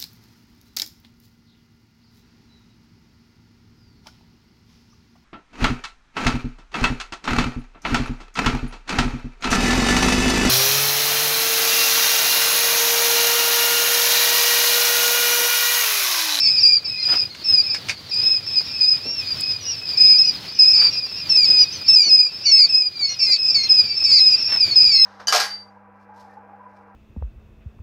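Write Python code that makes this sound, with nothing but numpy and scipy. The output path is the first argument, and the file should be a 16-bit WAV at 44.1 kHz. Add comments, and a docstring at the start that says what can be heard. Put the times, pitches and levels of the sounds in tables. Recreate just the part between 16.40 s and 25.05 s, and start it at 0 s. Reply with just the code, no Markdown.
"""In a wooden brooder, heard from its open side, a large brood of quail chicks peeps.
Each call is a vibration of the syrinx, which the throat filters to a whistle at the second harmonic.
The nearest chicks give falling and arching calls over the massed peeping of the huddle, and the boards
reflect them briefly. Litter rustles, someone shifts about, and a few clacks and ticks sound over a
low room rumble."""
import sys
import numpy as np
from scipy import signal
from scipy.fft import rfft, irfft, next_fast_len
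from scipy.io import wavfile
from scipy.ndimage import uniform_filter1d, minimum_filter1d

SR = 44100
rng = np.random.default_rng(int(sys.argv[2]) if len(sys.argv) > 2 else 0)


def bounce(signal):
    """Save signal as a 16-bit WAV file at the path given by the first command-line argument."""
    frames = np.transpose(np.atleast_2d(signal))
    limited = np.clip(frames, -1, 1)
    pcm = np.round(limited * 32767).astype(np.int16)
    wavfile.write(sys.argv[1], SR, pcm)


N = 381465

# Calls of the nearest chicks. Each row: start in seconds, length in seconds, whistle pitch in Hz,
# steady fall in semitones, relative level in dB, growth from start to end in dB.
PEEPS = [(-0.02, 0.22, 5230, 0.8, -15, -2), (0.06, 0.16, 4880, 1.0, -19, -5),
         (0.2, 0.185, 5060, 2.1, -18, 0), (0.228, 0.13, 4830, -0.3, -12, -4),
         (0.44, 0.18, 5120, 0.6, -28, -5), (0.625, 0.235, 5010, -0.4, -19, -8),
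         (1.04, 0.175, 5100, 1.6, -18, 8), (1.19, 0.18, 5140, -0.2, -25, 2),
         (1.71, 0.13, 4930, -0.8, -20, -7), (1.825, 0.165, 5140, 0.1, -19, 1),
         (2.06, 0.15, 5150, 0.8, -21, 11), (2.25, 0.17, 5230, 1.6, -27, 13),
         (2.405, 0.165, 5040, -0.8, -15, -7), (2.785, 0.155, 4970, 0.6, -24, 5),
         (2.965, 0.205, 5070, 0.2, -23, 1), (3.2, 0.13, 5740, 0.6, -29, 13),
         (3.36, 0.2, 5010, 1.8, -29, -3), (3.572, 0.218, 5070, 0.0, -13, -4),
         (3.78, 0.13, 5060, 0.8, -15, -4), (4.187, 0.293, 5070, 0.4, -13, -7),
         (4.3, 0.19, 5200, 1.2, -22, 4), (4.33, 0.16, 4690, -0.7, -17, 3), (4.51, 0.16, 4920, 0.1, -27, -8),
         (5.048, 0.202, 5020, 0.6, -12, 0), (5.687, 0.198, 5040, 0.4, -12, -3),
         (6.288, 0.197, 5070, 0.7, -15, -7), (6.915, 0.21, 5140, 0.9, -19, 9),
         (7.06, 0.12, 5290, -0.5, -20, 4), (7.288, 0.137, 5040, 0.5, -13, 3),
         (7.425, 0.12, 4700, -0.2, -24, 2), (7.56, 0.085, 5220, 0.1, -20, 0),
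         (7.725, 0.24, 5100, 0.8, -12, 3), (7.905, 0.145, 5300, 0.5, -26, 4),
         (7.99, 0.2, 5390, 1.0, -23, 8), (8.355, 0.145, 4960, 0.7, -11, -4),
         (8.515, 0.185, 5180, 0.3, -14, 4)]  # everyday peeps
CRIES = [(4.893, 0.167, 5140, 1.8, -14, 1), (5.48, 0.16, 5170, 1.3, -9, 0),
         (6.112, 0.153, 5120, 1.6, -10, -4), (6.787, 0.168, 5170, 2.4, -16, 8),
         (7.638, 0.157, 5090, 1.8, -13, 10), (8.41, 0.1, 5060, 1.0, -17, -8)]  # one chick's loud, plunging cries
LOW_PEEPS = [(-0.03, 0.12, 4660, 1.5, -24, 7), (3.55, 0.22, 4750, 0.1, -28, 9),
             (5.57, 0.135, 4590, 1.5, -20, -8), (6.05, 0.22, 4400, 0.0, -21, -8),
             (6.59, 0.15, 4400, 0.8, -22, -7), (6.79, 0.17, 4280, 2.2, -26, -8),
             (7.14, 0.135, 4320, 0.9, -17, -6), (7.63, 0.18, 4400, 2.8, -21, 0),
             (8.195, 0.15, 4620, 1.9, -20, -7), (8.485, 0.15, 4380, 2.1, -19, -7)]  # deeper peeps that swoop down onto their note
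# The course of the background noise. Each row: time in seconds, level in dB.
ROOM_LEVEL = [(0, -42), (1.7, -40.5), (5.3, -40), (6.1, -46.5), (6.9, -46.5), (7.3, -40.5), (8.65, -39.5)]


def near_chicks(facing_db=-10, wetter_per_db=.9, attack_s=.011, attack_s_per_db=.0005):
    """Directivity: faint chicks face away, so they ease in, with more echo and more fundamental."""
    # Soft, arching chirps. Each row has the same columns as in PEEPS.
    chirps = [(0.56, 0.08, 4220, -0.6, -33, 9), (2.62, 0.2, 5510, -0.1, -28, 4),
              (3.84, 0.07, 5890, -0.5, -35, -8), (4.1, 0.085, 6020, 1.3, -41, 12),
              (4.755, 0.07, 5520, 0.2, -28, 1), (5.18, 0.07, 5890, -0.1, -29, 0),
              (5.32, 0.06, 6160, 1.4, -34, 1), (5.612, 0.088, 5910, -0.3, -29, 3),
              (6.03, 0.09, 5820, -0.1, -24, 3), (6.68, 0.07, 5760, 0.0, -32, -4)]
    plain = dict(overshoot=1.2, settle_s=.013, droop=.25, arch=.5054, hold_s=.085, unsure=.3)
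    plunging = dict(overshoot=1.9, settle_s=.008, droop=.9, arch=.85, hold_s=.076, step=.4)
    swooping = dict(overshoot=2.4, settle_s=.014, arch=.17, hold_s=.092, unsure=.12)
    arching = dict(overshoot=0, settle_s=.01, arch=1.3, hold_s=.19)
    out = np.zeros(N)
    for calls, shape, gain_db, echo_db in [(PEEPS, plain, .8, -1), (CRIES, plunging, 2, 0),
                                           (LOW_PEEPS, swooping, 1.6, -6), (chirps, arching, .6, -13)]:
        for start, length, hz, fall, db, grow_db in calls:
            away_db = max(facing_db - db, 0)
            call = peep(length, hz, fall, db + gain_db, fundamental_db=-26 + .55 * away_db,
                        rise_s=attack_s + attack_s_per_db * away_db, grow_db=grow_db, **shape)
            wet_db = echo_db + wetter_per_db * away_db
            add(out, start, boards(call, echo_db=-12 + wet_db, tail_db=-26 + wet_db, t60=.22))
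    return out


def peep(length, note_hz, fall, level_db, fundamental_db, overshoot, settle_s, arch, hold_s,
         droop=0, unsure=0, step=0, grow_db=0, rise_s=.019):
    """Source and filter: the syrinx starts tight, breaks and slackens; the throat weights its partials."""
    # The throat's response above the whistle. Each row: frequency in Hz, relative gain in dB.
    throat = [(6400, -20.5), (7500, -37), (10000, -52), (15000, -63.5)]
    break_s, release_s, slack_s = .0013, .015, .016
    t = np.arange(int((length + slack_s) * SR)) / SR
    along = np.minimum(t / length, 1) - .5
    since_break = t - hold_s * (1 + unsure * rng.standard_normal())
    # The call starts sharp by overshoot and ends flat by droop; arch lowers both ends.
    ends = overshoot * np.exp(-t / settle_s) - droop * np.exp(np.minimum(t - length, 0) / settle_s)
    semitones = ends - fall * along - arch * (2 * along) ** 2 - step * (since_break > 0)
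    hz = note_hz * 2 ** (semitones / 12)
    drop_octaves = abs(np.log2(hz[0] / hz[-1]))
    # At the break the pitch clings, then jumps down, and the voice catches for an instant.
    near_break = np.exp(-np.abs(since_break) / (length / 10))
    jump = -.045 * drop_octaves * np.tanh(since_break / break_s) * near_break
    catch = 1 - np.exp(-(since_break / (2 * break_s)) ** 2)
    # Calls that end below 4400 Hz finish in a faint downward flick.
    slack = np.maximum(t - length, 0) / slack_s
    flick = min(undb(-37 - level_db), .4) * (hz[-1] < 4400)
    waver, rasp = .005 * walk(len(t), 90), .0023 * walk(len(t), 1500)
    hz = hz * (1 + jump - .38 * slack + waver + rasp)
    phase = np.pi * np.cumsum(hz) / SR  # the syrinx vibrates an octave below the whistle
    swell = undb(3.3 * np.minimum(walk(len(t), 48.1), 1))  # the whistle swells and dips raggedly
    voice = swell * np.sin(2 * phase) + undb(fundamental_db) * np.sin(phase)
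    tilt_db = -2.2 + 20 * drop_octaves  # per octave: hard-pressed calls fall furthest and are brightest
    for k in (3, 4, 5, 6):
        voice += spectrum_gain(k * hz / 2, throat) * undb(tilt_db * np.log2(k / 2)) * np.sin(k * phase)
    attack = np.sin(np.pi / 2 * np.minimum(t / rise_s, 1))
    release = np.clip((length - t) / release_s, flick, 1) * np.sqrt(1 - slack)
    return np.sqrt(2) * voice * attack * release * catch * undb(level_db + grow_db * along)


def boards(x, echo_db, tail_db, t60, echoes=10, reach_s=.022):
    """Reverberation: early reflections off walls and lid, then a diffuse tail with exponential decay."""
    t = np.arange(SR // 3) / SR
    tail = rng.standard_normal(len(t)) * np.exp(-np.log(1000) * t / t60) * np.minimum(t / reach_s, 1)
    early = np.zeros(len(t))
    early[(SR * reach_s * rng.uniform(.1, 1, echoes)).astype(int)] = rng.standard_normal(echoes)
    response = undb(echo_db) * early / np.linalg.norm(early) + undb(tail_db) * tail / np.linalg.norm(tail)
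    response[0] = 1  # the direct sound
    return signal.fftconvolve(x, response / np.linalg.norm(response))


def huddle(calling_db=-4.5, murmur_db=-41.5):
    """Chorusing: the huddle joins the near chicks; low cheeps rise and fall with the background noise."""
    # The huddle's level over time; in lulls it lies deep at first and rises after 1.7 s. Each row: time in
    # seconds, relative level in dB when joining in and in lulls.
    huddle_levels = np.array([(0, -20.5, -47), (1.4, -26, -54.5), (1.8, -28, -39), (2.5, -28, -32),
                         (3.6, -29, -34), (4.4, -25.5, -28), (5.4, -25, -26), (6.9, -25.5, -33.5),
                         (8.65, -23, -26)])
    keen, lull = undb(curve(huddle_levels[:, [0, 1]])), undb(curve(huddle_levels[:, [0, 2]]))
    waves = lull + (keen - lull) * joining()
    background_db = curve(ROOM_LEVEL) - np.mean(curve(ROOM_LEVEL))
    calling = flock(count=320, top_hz=5194, spread=.024, stretch=.7, fundamental_db=-13.5)
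    cheeps = flock(count=520, top_hz=4820, spread=.065, stretch=.27, fundamental_db=-18)
    return calling * undb(calling_db) * waves + cheeps * undb(murmur_db + background_db)


def joining(join_s=.073):
    """Contagious calling: a weight that ramps from 0 to 1 while any near chick peeps or cries."""
    calling = np.zeros(N)
    for start, length, *_ in [*PEEPS, *CRIES, *LOW_PEEPS]:
        add(calling, start, np.ones(int(length * SR)))
    return uniform_filter1d(np.minimum(calling, 1), size=int(join_s * SR))


def flock(count, top_hz, spread, stretch, fundamental_db, extra_fall=.695):
    """Incoherent summation: far peeps at random times merge into a chorus, held near an rms of 1."""
    shape = dict(overshoot=.898, settle_s=.01204, droop=.3, arch=.299, hold_s=.0594, unsure=.25)
    out = np.zeros(N)
    times, picks = rng.random(count), rng.integers(len(PEEPS), size=count)
    flatness, efforts = rng.gamma(2, size=count), rng.standard_normal(count)
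    for when, pick, flat, effort in zip(times, picks, flatness, efforts):
        length, fall = PEEPS[pick][1] * stretch, PEEPS[pick][3] + extra_fall
        hz = top_hz * np.exp(spread * (effort / 2 - flat))  # mostly below top_hz; louder calls lie higher
        call = peep(length, hz, fall, 5.5 * effort - 2 * flat, fundamental_db, **shape)
        add(out, when * (N / SR + length) - length, call)
    out = boards(out, echo_db=.5, tail_db=-9, t60=.14)[:N]
    return out / np.sqrt(uniform_filter1d(out ** 2, size=9000) + 1e-6)


def clacks(contact_hz=6500):
    """Modal resonance: a short rattle of contact between hard things excites a few damped modes."""
    # The knocks. Each row: start in seconds, level in dB.
    knocks = [(.949, -35), (1.347, -24), (1.486, -22.5), (1.495, -20.5), (1.505, -37)]
    # The resonances. Each row: frequency in Hz, bandwidth in Hz, relative gain in dB.
    modes = [(1770, 68, 10), (2350, 560, 17.5), (3660, 300, 10), (4600, 620, 15), (5800, 600, -25)]
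    chatter = signal.sosfilt(signal.butter(2, contact_hz, fs=SR, output="sos"), rng.standard_normal(N))
    ring = sum(undb(db) * signal.lfilter(*signal.iirpeak(hz, hz / width, fs=SR), chatter)
               for hz, width, db in modes)
    return unit(ring) * blows(knocks, fade_s=.015)


def ticks():
    """Transients: bursts of treble noise that decay within milliseconds are heard as dry ticks."""
    # The ticks. Each row: start in seconds, level in dB.
    onsets = [(1.7445, -35), (3.008, -19.5)]
    return noise([(6000, -27), (8200, 4), (12000, -17)]) * blows(onsets, fade_s=.0022)


def handling(grain_db=2.2):
    """Friction and impact: sleeves and feet make grainy scuffs, and soft bumps thud on the boards."""
    # The scuffs. Each row: start in seconds, length in seconds, level in dB.
    strokes = [(0.656, 0.15, -28.5), (4.333, 0.2, -33.5), (8.059, 0.15, -33.5)]
    # The bumps. 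Each row: start in seconds, level in dB.
    bumps = [(2.652, -36), (5.086, -38), (5.66, -39.5)]
    swell = np.zeros(N)
    for start, length, db in strokes:
        add(swell, start, undb(db) * np.hanning(int(length * SR)))
    friction = noise([(150, -4), (1600, 4), (5000, -2), (9000, -21.5)])
    scuffs = friction * swell * undb(grain_db * walk(N, 400))
    thuds = noise([(50, -31.5), (200, 7.5), (600, 5), (2500, -43)]) * blows(bumps, fade_s=.051)
    return scuffs + thuds


def room(flutter_db=2.43, patter_db=-54, grain_db=5):
    """Amplitude-modulated noise: rumble and rustle flutter, and small feet patter in the husks."""
    # Room rumble and rustling litter. Each row: frequency in Hz, relative spectral density in dB.
    spectrum = [(28, -35), (55, -10), (95, 2.5), (170, -3.5), (350, -10), (900, -15.5), (2600, -13),
                (4300, -7), (8000, -29.5), (15000, -30.5)]
    husks = noise([(50, -30.5), (300, .5), (1400, -5.5), (12000, -25)])
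    patter = husks * undb(patter_db + grain_db * walk(N, 120))
    return noise(spectrum) * undb(curve(ROOM_LEVEL) + flutter_db * walk(N, 18)) + patter


def undb(db):
    """The amplitude ratio of a level in dB."""
    return 10 ** (np.asarray(db) / 20)


def unit(x):
    """Normalisation to an rms of 1."""
    return x / np.sqrt(np.mean(x ** 2))


def curve(rows):
    """Linear interpolation between rows of time in seconds and value."""
    return np.interp(np.arange(N) / SR, *np.transpose(rows))


def add(out, start_s, x):
    """Superposition: x is summed into out from start_s on."""
    i = int(start_s * SR)
    x = x[max(-i, 0):max(N - i, 0)]
    out[max(i, 0):max(i, 0) + len(x)] += x


def walk(n, rate):
    """Random modulation: Gaussian values, rate a second, joined by lines."""
    at = np.arange(n) * rate / SR
    count = int(at[-1]) + 2
    return 1.313 * np.interp(at, np.arange(count), rng.standard_normal(count))


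def spectrum_gain(hz, points):
    """Frequency response: the gain at hz, from points of frequency in Hz and level in dB."""
    point_hz, db = np.transpose(points)
    return undb(np.interp(np.log(hz + 1), np.log(point_hz), db))


def noise(points):
    """Spectral shaping: noise of rms 1 that follows points of frequency in Hz and level in dB."""
    n = next_fast_len(N)
    gain = spectrum_gain(np.arange(n // 2 + 1) * SR / n, points)
    return unit(irfft(rfft(rng.standard_normal(n)) * gain, n)[:N])


def blows(rows, fade_s):
    """Exponential decay: an envelope that jumps at each row's time to its level in dB and dies away."""
    out, t = np.zeros(N), np.arange(SR // 2) / SR
    for start, db in rows:
        add(out, start, undb(db) * np.exp(-t / fade_s))
    return out


def scene():
    """Superposition: the pressures of all sources add at one point."""
    return (near_chicks() + huddle() + clacks() + ticks() + handling() + room())[None]


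def record(dry, ceiling=.72, low_cut_hz=42, top_hz=15700):
    """Limiting and filtering: the loudest peaks are turned down, the deepest bass and the top cut."""
    gain = ceiling / np.maximum(np.abs(dry), ceiling)
    gain = uniform_filter1d(minimum_filter1d(gain, size=500), size=400)
    thin = signal.sosfilt(signal.butter(3, low_cut_hz, "high", fs=SR, output="sos"), dry * gain)
    return signal.sosfilt(signal.ellip(10, .1, 80, top_hz, fs=SR, output="sos"), thin)


dry = scene()
out = record(dry)
bounce(out)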